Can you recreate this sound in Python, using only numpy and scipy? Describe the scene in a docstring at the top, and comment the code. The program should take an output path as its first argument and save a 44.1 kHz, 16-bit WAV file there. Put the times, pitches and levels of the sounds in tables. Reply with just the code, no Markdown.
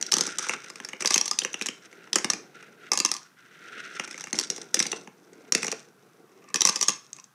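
"""Glass marbles run down a plastic toy track in a room with a wooden floor, close to a small microphone.
Over steady faint noise they roll from the start: random contacts drive a whir in the chutes, a rumble in the
posts and a rattle in the walls. Noise bursts ring modes as knocks, crowded in drops, until about 3.2 s.
Two faint glass clinks and a quieter roll follow; knocks return from 4.0 s, in bouts near 4.8, 5.6 and 6.7 s.
Four more clinks come after 7.1 s, then the rolling fades into the noise."""
import sys
import numpy as np
from scipy import signal
from scipy.fft import rfft, irfft
from scipy.io import wavfile
from scipy.ndimage import uniform_filter1d

SR = 44100
rng = np.random.default_rng(int(sys.argv[2]) if len(sys.argv) > 2 else 0)


def transcribe(signal):
    """Save signal, clipped to [-1, 1], as a 16-bit WAV file at the path in sys.argv[1]."""
    frames = np.atleast_2d(signal).T
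    limited = np.clip(frames, -1, 1)
    pcm = np.round(limited * 32767).astype(np.int16)
    wavfile.write(sys.argv[1], SR, pcm)


N = 323694

# modes of the track's support posts, thin walls and hollow elbow: pitch_hz, level_db, t60_s
POST_MODES = [(155, -4.5, 0.038), (262, 0.5, 0.022), (360, 2.5, 0.03), (472.6, -3, 0.054),
              (680, -12.5, 0.025)]
WALL_MODES = [(3510, 2, 0.004), (4243, 0, 0.004), (4910, 3, 0.007), (5590, 9, 0.01), (6080, 9, 0.01),
              (6560, 3, 0.006), (7380, -1, 0.006), (8700, -3, .003)]
ELBOW_MODES = [(1060, -5, .024), (1195, 0, .034), (1760, -6, .012), (2150, -5, .009), (2600, -3, .015)]
# marble inside the hollow elbow, which rings lower than the open chute: start_s, end_s
ELBOW_SPANS = [(1.04, 1.33), (2.9, 3.2), (6.25, 7.34)]
# a marble tumbles through a drop: start_s, length_s, rattle_db, rumble_db,
# posts_db (re chute), tilt_db_per_octave (brightness of the piece)
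DROP_EVENTS = [(0.119, 0.18, -43.5, -53.5, -0.5, -11), (0.383, 0.076, -43, -65, -10, -18),
               (0.484, 0.06, -49, -62, -13, -1), (0.994, 0.2, -41, -60.5, -8.5, 13),
               (1.335, 0.43, -71, -68, -10.5, 48), (2.126, 0.25, -70, -51.5, -6, 1.5),
               (2.915, 0.18, -58.5, -75, -9, 6.5), (4.333, 0.11, -46.5, -53, -1.5, 13.5),
               (4.5, 0.15, -51.5, -56, 3, 8), (4.731, 0.23, -48, -47, -3, 16),
               (5.07, 0.023, -81, -81, 2, -2), (5.53, 0.2, -45.5, -47.5, -4.5, 13.5),
               (6.54, 0.4, -48.5, -65, -6, 9)]


def amp(db):
    """dB to gain."""
    return 10 ** (np.asarray(db) / 20)


def rms_one(x):
    """Scale to rms 1."""
    return x / np.sqrt(np.mean(x ** 2) + 1e-20)


def drift(rate_hz):
    """Slow random wander of rms 1: two-pole lowpassed noise, computed at SR / 40."""
    r = np.exp(-80 * np.pi * rate_hz / SR)
    noise = rng.standard_normal(N // 40 + 2002)
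    slow = signal.lfilter([1], [1, -2 * r, r * r], noise)[2000:]   # settled part
    return np.interp(np.arange(N) / 40, np.arange(len(slow)), rms_one(slow))


def resonate(x, hz, width_hz):
    """Two-pole resonance, gain about 1 at its peak."""
    r = np.exp(-np.pi * width_hz / SR)
    feedback = [1, -2 * r * np.cos(2 * np.pi * hz / SR), r * r]
    return signal.lfilter([(1 - r * r) / 2, 0, (r * r - 1) / 2], feedback, x)


def shaken(x, resonances):
    """Parallel resonances (hz, width_hz, level_db) of alternating sign driven by x; rms 1."""
    total = sum(amp(db) * resonate(x, hz, width_hz) * (-1) ** k
                for k, (hz, width_hz, db) in enumerate(resonances))
    return rms_one(total)


def struck(modes, contact, detune, spread_db):
    """A contact rings decaying modes, each randomly detuned and weighted as pieces of track differ."""
    hz, db, t60_s = np.transpose(modes)[:, :, None]
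    level_chance, pitch_chance = rng.standard_normal((2, len(modes), 1))
    t = np.arange(round(.1 * SR)) / SR
    envelope = amp(db + spread_db * level_chance - 60 * t / t60_s)
    rings = envelope * np.sin(2 * np.pi * hz * (1 + detune * pitch_chance) * t)
    sound = signal.fftconvolve(rings.sum(axis=0), contact)[:len(t)]
    loudest_power = uniform_filter1d(sound ** 2, size=180).max()
    return sound / np.sqrt(loudest_power * 5)


def hush():
    """Steady room and microphone noise: white noise shaped in frequency."""
    level_db = -58.5
    # noise spectrum, relative: hz, density_db
    spectrum = np.array([(24, -65.5), (40, -31.5), (109, 9.5), (363, -19), (422, -19.5), (503, -19.5),
                         (615, -19.5), (1340, -10), (2150, -22.5), (14100, -30), (16000, -29.5)])
    hz = np.maximum(np.arange(N // 2 + 1) * SR / N, 1)
    shape_db = np.interp(np.log(hz), np.log(spectrum[:, 0]), spectrum[:, 1])
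    noise = irfft(rfft(rng.standard_normal(N)) * amp(shape_db), N)
    return amp(level_db) * rms_one(noise)


def grains(per_s, spread_db):
    """Random tiny contacts of uneven size and either sign."""
    size_db = spread_db * np.minimum(rng.exponential(1, N), 4)
    sizes = amp(size_db) * rng.choice([-1, 1], N)
    return sizes * (rng.random(N) < per_s / SR) + 1e-18


def damped(modes, width_factor):
    """Modes as resonances: the shorter the ring, the wider the band."""
    return [(hz, width_factor / t60_s, db) for hz, db, t60_s in modes]


def rolling():
    """Surface roughness shakes chute or elbow, posts and walls; the shaking comes in lumps as the marble turns."""
    fall_s, fall_db = .022, -9.5   # the marble falls free just before a drop: whir and rattle hush
    tumble_whir_db = -6.5   # re rattle
    # rolling between drops: time_s, whir_db (chute), rumble_db (posts), rattle_db (walls)
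    roll_levels = [(0, -53, -45.5, -55), (0.11, -48, -54, -59), (0.45, -46, -57, -72),
                   (0.75, -56.5, -56, -57.5), (1.75, -61.5, -62, -64), (2.02, -56, -54.5, -69),
                   (2.45, -63.5, -58, -76), (2.6, -55, -56, -73), (2.76, -60.5, -58, -72),
                   (2.9, -45.5, -54, -63), (3.301, -66.5, -72.5, -80), (3.5, -56.5, -64, -69),
                   (3.78, -44, -53.5, -60), (3.99, -43.5, -55, -50.5), (4.08, -47.5, -58, -49),
                   (4.3, -61, -58.5, -56), (4.72, -66, -59.5, -79.5), (5.149, -75.5, -63, -74),
                   (5.381, -61.5, -53, -67.5), (5.901, -71.5, -62, -78.5), (6.25, -76, -60.5, -80),
                   (6.36, -69, -57.5, -67.5), (6.51, -53, -62, -69), (7.05, -76, -71, -69),
                   (7.198, -62, -66, -63), (7.34, -112.5, -80, -89)]
    # whir bands of the open chute: hz, width_hz, level_db
    whir_bands = [(1380, 95, 0), (1600, 200, -4), (1950, 300, -7), (2700, 600, -12), (3600, 900, -17)]

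    t = np.arange(N) / SR
    s, *columns = np.transpose(roll_levels)
    whir_db, rumble_db, rattle_db = (np.interp(t, s, c) for c in columns)
    airborne = sum((row[0] - fall_s < t) * (t < row[0]) * 1. for row in DROP_EVENTS)
    lift_db = fall_db * uniform_filter1d(airborne, size=300)
    tumble_rattle, tumble_rumble = tumbling(t)
    whir_gain = amp(whir_db + lift_db) + amp(tumble_whir_db) * tumble_rattle
    rumble_gain = amp(rumble_db) + tumble_rumble
    rattle_gain = amp(rattle_db + lift_db) + tumble_rattle

    spans = sum((start < t) * (t < end) * 1. for start, end in ELBOW_SPANS)
    inside = uniform_filter1d(spans, size=2000)
    lumps = drift(24)
    rough, fine = grains(4000, 3), grains(900, 5)
    chute_whir = shaken(rough, whir_bands)
    elbow_whir = shaken(rough, damped(ELBOW_MODES, 1.9))
    whir = (1 - inside) * chute_whir + inside * elbow_whir
    rumble = shaken(rough, damped(POST_MODES, 5.0))
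    rattle = shaken(fine, damped(WALL_MODES, 2.6))
    return (whir_gain * amp(3.0 * lumps) * whir
            + rumble_gain * amp(2.2 * drift(26)) * rumble
            + rattle_gain * amp(4.2 * lumps) * rattle)


def tumbling(t):
    """Rattle and rumble gains: each drop rises fast, holds for its length and dies away."""
    attack_s, t60_s = .02, 0.3
    gains = np.zeros((2, N))
    for s, length_s, rattle_db, rumble_db, *_ in DROP_EVENTS:
        rise = np.clip((t - s) / attack_s, 0, 1)
        fade = amp(-60 * np.maximum(t - s - length_s, 0) / t60_s)
        gains += amp([[rattle_db], [rumble_db]]) * rise * fade
    return gains


def knock_contact(chatter_s=0.003, loose_db=-25, loose_t60_s=0.055):
    """A few milliseconds of dense chatter, then uneven rebounds of marble and loose joints."""
    t = np.arange(4200) / SR
    onset = np.minimum(t / 0.00035 + 0.18, 1)
    chatter = (rng.random(len(t)) < .4) * np.exp(-(t / chatter_s) ** 2) * onset
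    uneven = amp(9.5 * np.minimum(rng.standard_normal(len(t) // 100), 2))
    rebounds = np.repeat(uneven, 100) * amp(loose_db - 60 * t / loose_t60_s)
    return rng.standard_normal(len(t)) * (chatter + rebounds)


def knocks():
    """Each contact clicks in a thin wall and rings the chute or elbow, then the posts a little later."""
    default_post_db, default_tilt_db = -11.5, 0.5   # outside the drops
    post_lag_s = 0.00391
    # knocks: time_s, click_db, body_db (ring of chute and posts re click)
    knock_events = [(0.0125, -18.5, -14), (0.0256, -11, -37), (0.065, -21.5, -30), (0.1163, -18, -29),
                    (0.1198, -6, -30.5), (0.130, -16.5, -9.5), (0.1387, -3.5, -22), (0.167, -10.5, -11),
                    (0.1833, -11.5, -17), (0.191, -26, 1), (0.209, -5.5, -16), (0.2363, -24, -11),
                    (0.2669, -17, -36), (0.2744, -24, -5), (0.3845, -14, -14.5), (0.3922, -19, -4.5),
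                    (0.4198, -41, -2), (0.4668, -29, 3), (0.4867, -19, -22), (0.494, -18, 7),
                    (0.5352, -29.5, 10.5), (0.644, -36.5, 3), (0.6997, -29.5, -3), (0.757, -30, -0.5),
                    (0.801, -33, 8), (0.848, -22, -8.5), (0.8875, -26.5, -3.5), (0.9322, -36.5, 13.5),
                    (1.0069, -21, -4), (1.0222, -18, -4), (1.048, -22.5, 6), (1.058, -7, -15.5),
                    (1.0739, -8, -36), (1.1062, -10, -8), (1.1205, -39, -20.5), (1.1417, -4, -36.5),
                    (1.1585, -11, -2.5), (1.1689, -37, -15.5), (1.1787, -5, -14.5), (1.2116, -8, -18.5),
                    (1.2565, -18, -19.5), (1.2788, -16.5, -17.5), (1.3119, -9, -14.5), (1.3324, -29, -5),
                    (1.3879, -7, -26.5), (1.4175, -32.5, 11), (1.4354, -25, -23), (1.4484, -14.5, -0.5),
                    (1.5304, -26.5, -26), (1.5414, -21, 1.5), (1.6122, -24, 8), (1.6214, -18.5, -12),
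                    (1.6594, -17.5, -7.5), (1.6664, -16, -17), (1.6861, -20, 3), (1.9277, -44.5, 8.5),
                    (2.0735, -50.5, 12), (2.1306, -8, -14.5), (2.157, -3.5, -8), (2.1842, -16.5, -6.5),
                    (2.2444, -12.5, -1.5), (2.3007, -6.5, -12), (2.3341, -15.5, -6), (2.6265, -42.5, 5.5),
                    (2.9174, -5, -12.5), (2.9332, -12, -9.5), (2.9537, -23, -9), (2.9745, -9, -14),
                    (2.9885, -15, -36.5), (3.0011, -6.5, -9), (3.049, -5, -12.5), (3.0595, -13.5, -17),
                    (3.0724, -40, -25), (3.0884, -26, -4), (3.1155, -8.5, -15.5), (3.1388, -19, -42),
                    (3.1484, -30, 0), (3.1654, -22, -15), (3.9964, -22, 5.5), (4.0385, -31.5, 1),
                    (4.076, -34.5, 4.5), (4.1105, -27, -5.5), (4.143, -36, 9), (4.1781, -28.5, -3),
                    (4.2082, -23.5, -7), (4.2395, -25.5, -3), (4.271, -37, 9.5), (4.3293, -14, -7.5),
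                    (4.3432, -41, 15), (4.3717, -38, -3), (4.3875, -8, -25.5), (4.397, -15.5, -17),
                    (4.411, -21, -11), (4.5008, -11.5, -20), (4.5618, -26.5, -17), (4.5795, -30, -4.5),
                    (4.7431, -4, -20.5), (4.7686, -27, 4), (4.7916, -9.5, -35), (4.801, -7, -8),
                    (4.8254, -13.5, -33), (4.8545, -33.5, 10), (4.8658, -19, -35), (4.9167, -17, -37),
                    (4.9284, -32, 12.5), (5.0731, -42.5, 8), (5.332, -43.5, -6), (5.5221, -4.5, -17.5),
                    (5.5494, -5.5, -6.5), (5.5777, -34, 1), (5.63, -17.5, -0.5), (5.6456, -18.5, -4),
                    (5.667, -17, -19), (5.6805, -20.5, -0.5), (5.7158, -15.5, -27), (5.7245, -22, 0.5),
                    (6.441, -49, 1), (6.4877, -42, -7.5), (6.5014, -45, -1), (6.543, -9, -10.5),
                    (6.558, -10, -11.5), (6.6069, -6, -20), (6.6175, -4.5, -20.5), (6.6512, 1, -17),
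                    (6.6625, -16, -16), (6.6718, -8, -14.5), (6.6891, -9.5, -7), (6.6936, -8, -44),
                    (6.758, -13.5, -14.5), (6.7635, -20, -12), (6.8115, -10, -19), (6.8271, -6.5, -18.5),
                    (6.8827, -4.5, -16), (6.8916, -12.5, -10), (6.9024, -20.5, -11), (7.1859, -41, 2.5)]
    # modes of the open chute: pitch_hz, level_db, t60_s
    chute_modes = [(1058, -6, 0.006), (1300, -10, 0.02), (1940, -1, 0.006), (2300, 6, 0.007),
                   (2720, 0, 0.006)]

    out = np.zeros(N + SR)
    # small panels radiate no lows, nor does the open shell of a chute
    thin_wall = signal.butter(1, 3000, "high", fs=SR, output="sos")
    open_shell = signal.butter(2, 950, "high", fs=SR, output="sos")
    lag = np.zeros(round(post_lag_s * SR))
    for s, db, body_db in [*knock_events, *small_knocks()]:
        contact = knock_contact()
        here = [row[-2:] for row in DROP_EVENTS if row[0] - .02 < s < row[0] + row[1] + .02]
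        post_db, tilt_db = here[0] if here else (default_post_db, default_tilt_db)
        in_elbow = any(start < s < end for start, end in ELBOW_SPANS)
        modes = ELBOW_MODES if in_elbow else chute_modes
        piece = [(hz, level_db + tilt_db * np.log2(hz / 1800), t60_s) for hz, level_db, t60_s in modes]
        shell = struck(piece, signal.sosfilt(open_shell, contact), .035, 2.5)
        posts = struck(POST_MODES, np.r_[lag, contact], .05, 3)
        click = struck(WALL_MODES, signal.sosfilt(thin_wall, contact), .04, 2.5)
        sound = click + amp(body_db) * (shell + amp(post_db) * posts)
        at = round(s * SR)
        out[at:at + len(sound)] += amp(db) * sound
    return out[:N]


def small_knocks(count=3):
    """Lesser knocks fall at random moments within each drop."""
    over_rattle_db, spread_db, body_db = 15, 4, -8   # body re click
    chance = rng.random((len(DROP_EVENTS), count, 2))
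    events = []
    for (s, length_s, rattle_db, *_), rows in zip(DROP_EVENTS, chance):
        for when, size in rows:
            time_s = s + length_s * (0.057 + .92 * when)
            click_db = rattle_db + over_rattle_db + spread_db * (2 * size - 1)
            events.append((time_s, click_db, body_db))
    return events


def room(x):
    """Noise tail that dies away, the treble first."""
    t60_s, dull_hz = 0.31, 3637
    t = np.arange(SR // 2) / SR
    white = rng.standard_normal(len(t))
    dull = signal.sosfilt(signal.butter(1, dull_hz, fs=SR, output="sos"), white)
    tail = dull * amp(-60 * t / t60_s) + (white - dull) * amp(-60 * t / (0.047 * t60_s))
    tail *= np.minimum(t / 0.0008, 1)   # the first reflections need a moment
    return signal.fftconvolve(x, tail / np.sqrt(np.sum(tail ** 2)))[:N]


def clinks():
    """Glass touches glass: two quick touches, the second half as strong, ring two short bright modes."""
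    # clinks in the dish: time_s, level_db, pitch_hz
    clink_events = [(3.2307, -39, 5800), (3.485, -58, 5770), (7.1309, -22.5, 6430), (7.1654, -36, 6860),
                    (7.199, -33, 5900), (7.2419, -34.5, 6300)]
    out = np.zeros(N)
    touch = np.hanning(9) * (-1) ** (np.arange(9) // 4)
    contact = np.r_[touch, np.zeros(60), touch / 2]
    for s, db, hz in clink_events:
        sound = struck([(hz, 0, .006), (1.15 * hz, -6, .005)], contact, 0, 0)
        at = round(s * SR)
        out[at:at + len(sound)] += amp(db) * sound[:N - at]
    return out


def scene():
    """Track sounds, reverberation of the hits, noise floor; soft plastic gives little above ten kilohertz."""
    room_db = -12.5
    hits = knocks() + clinks()
    track = hits + amp(room_db) * room(hits) + rolling()
    soft = signal.sosfilt(signal.butter(4, 10800, fs=SR, output="sos"), track)
    return (soft + hush())[None]


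def record(dry):
    """The small microphone loses the bass, peaks are rounded, the top is cut."""
    bass_cut_hz, top_cut_hz, ceiling = 105, 16400, .85
    thin = signal.sosfilt(signal.cheby2(4, 28, bass_cut_hz, "high", fs=SR, output="sos"), dry)
    rounded = ceiling * np.tanh(thin / ceiling)
    return signal.sosfilt(signal.cheby2(12, 60, top_cut_hz, fs=SR, output="sos"), rounded)


dry = scene()
out = record(dry)
transcribe(out)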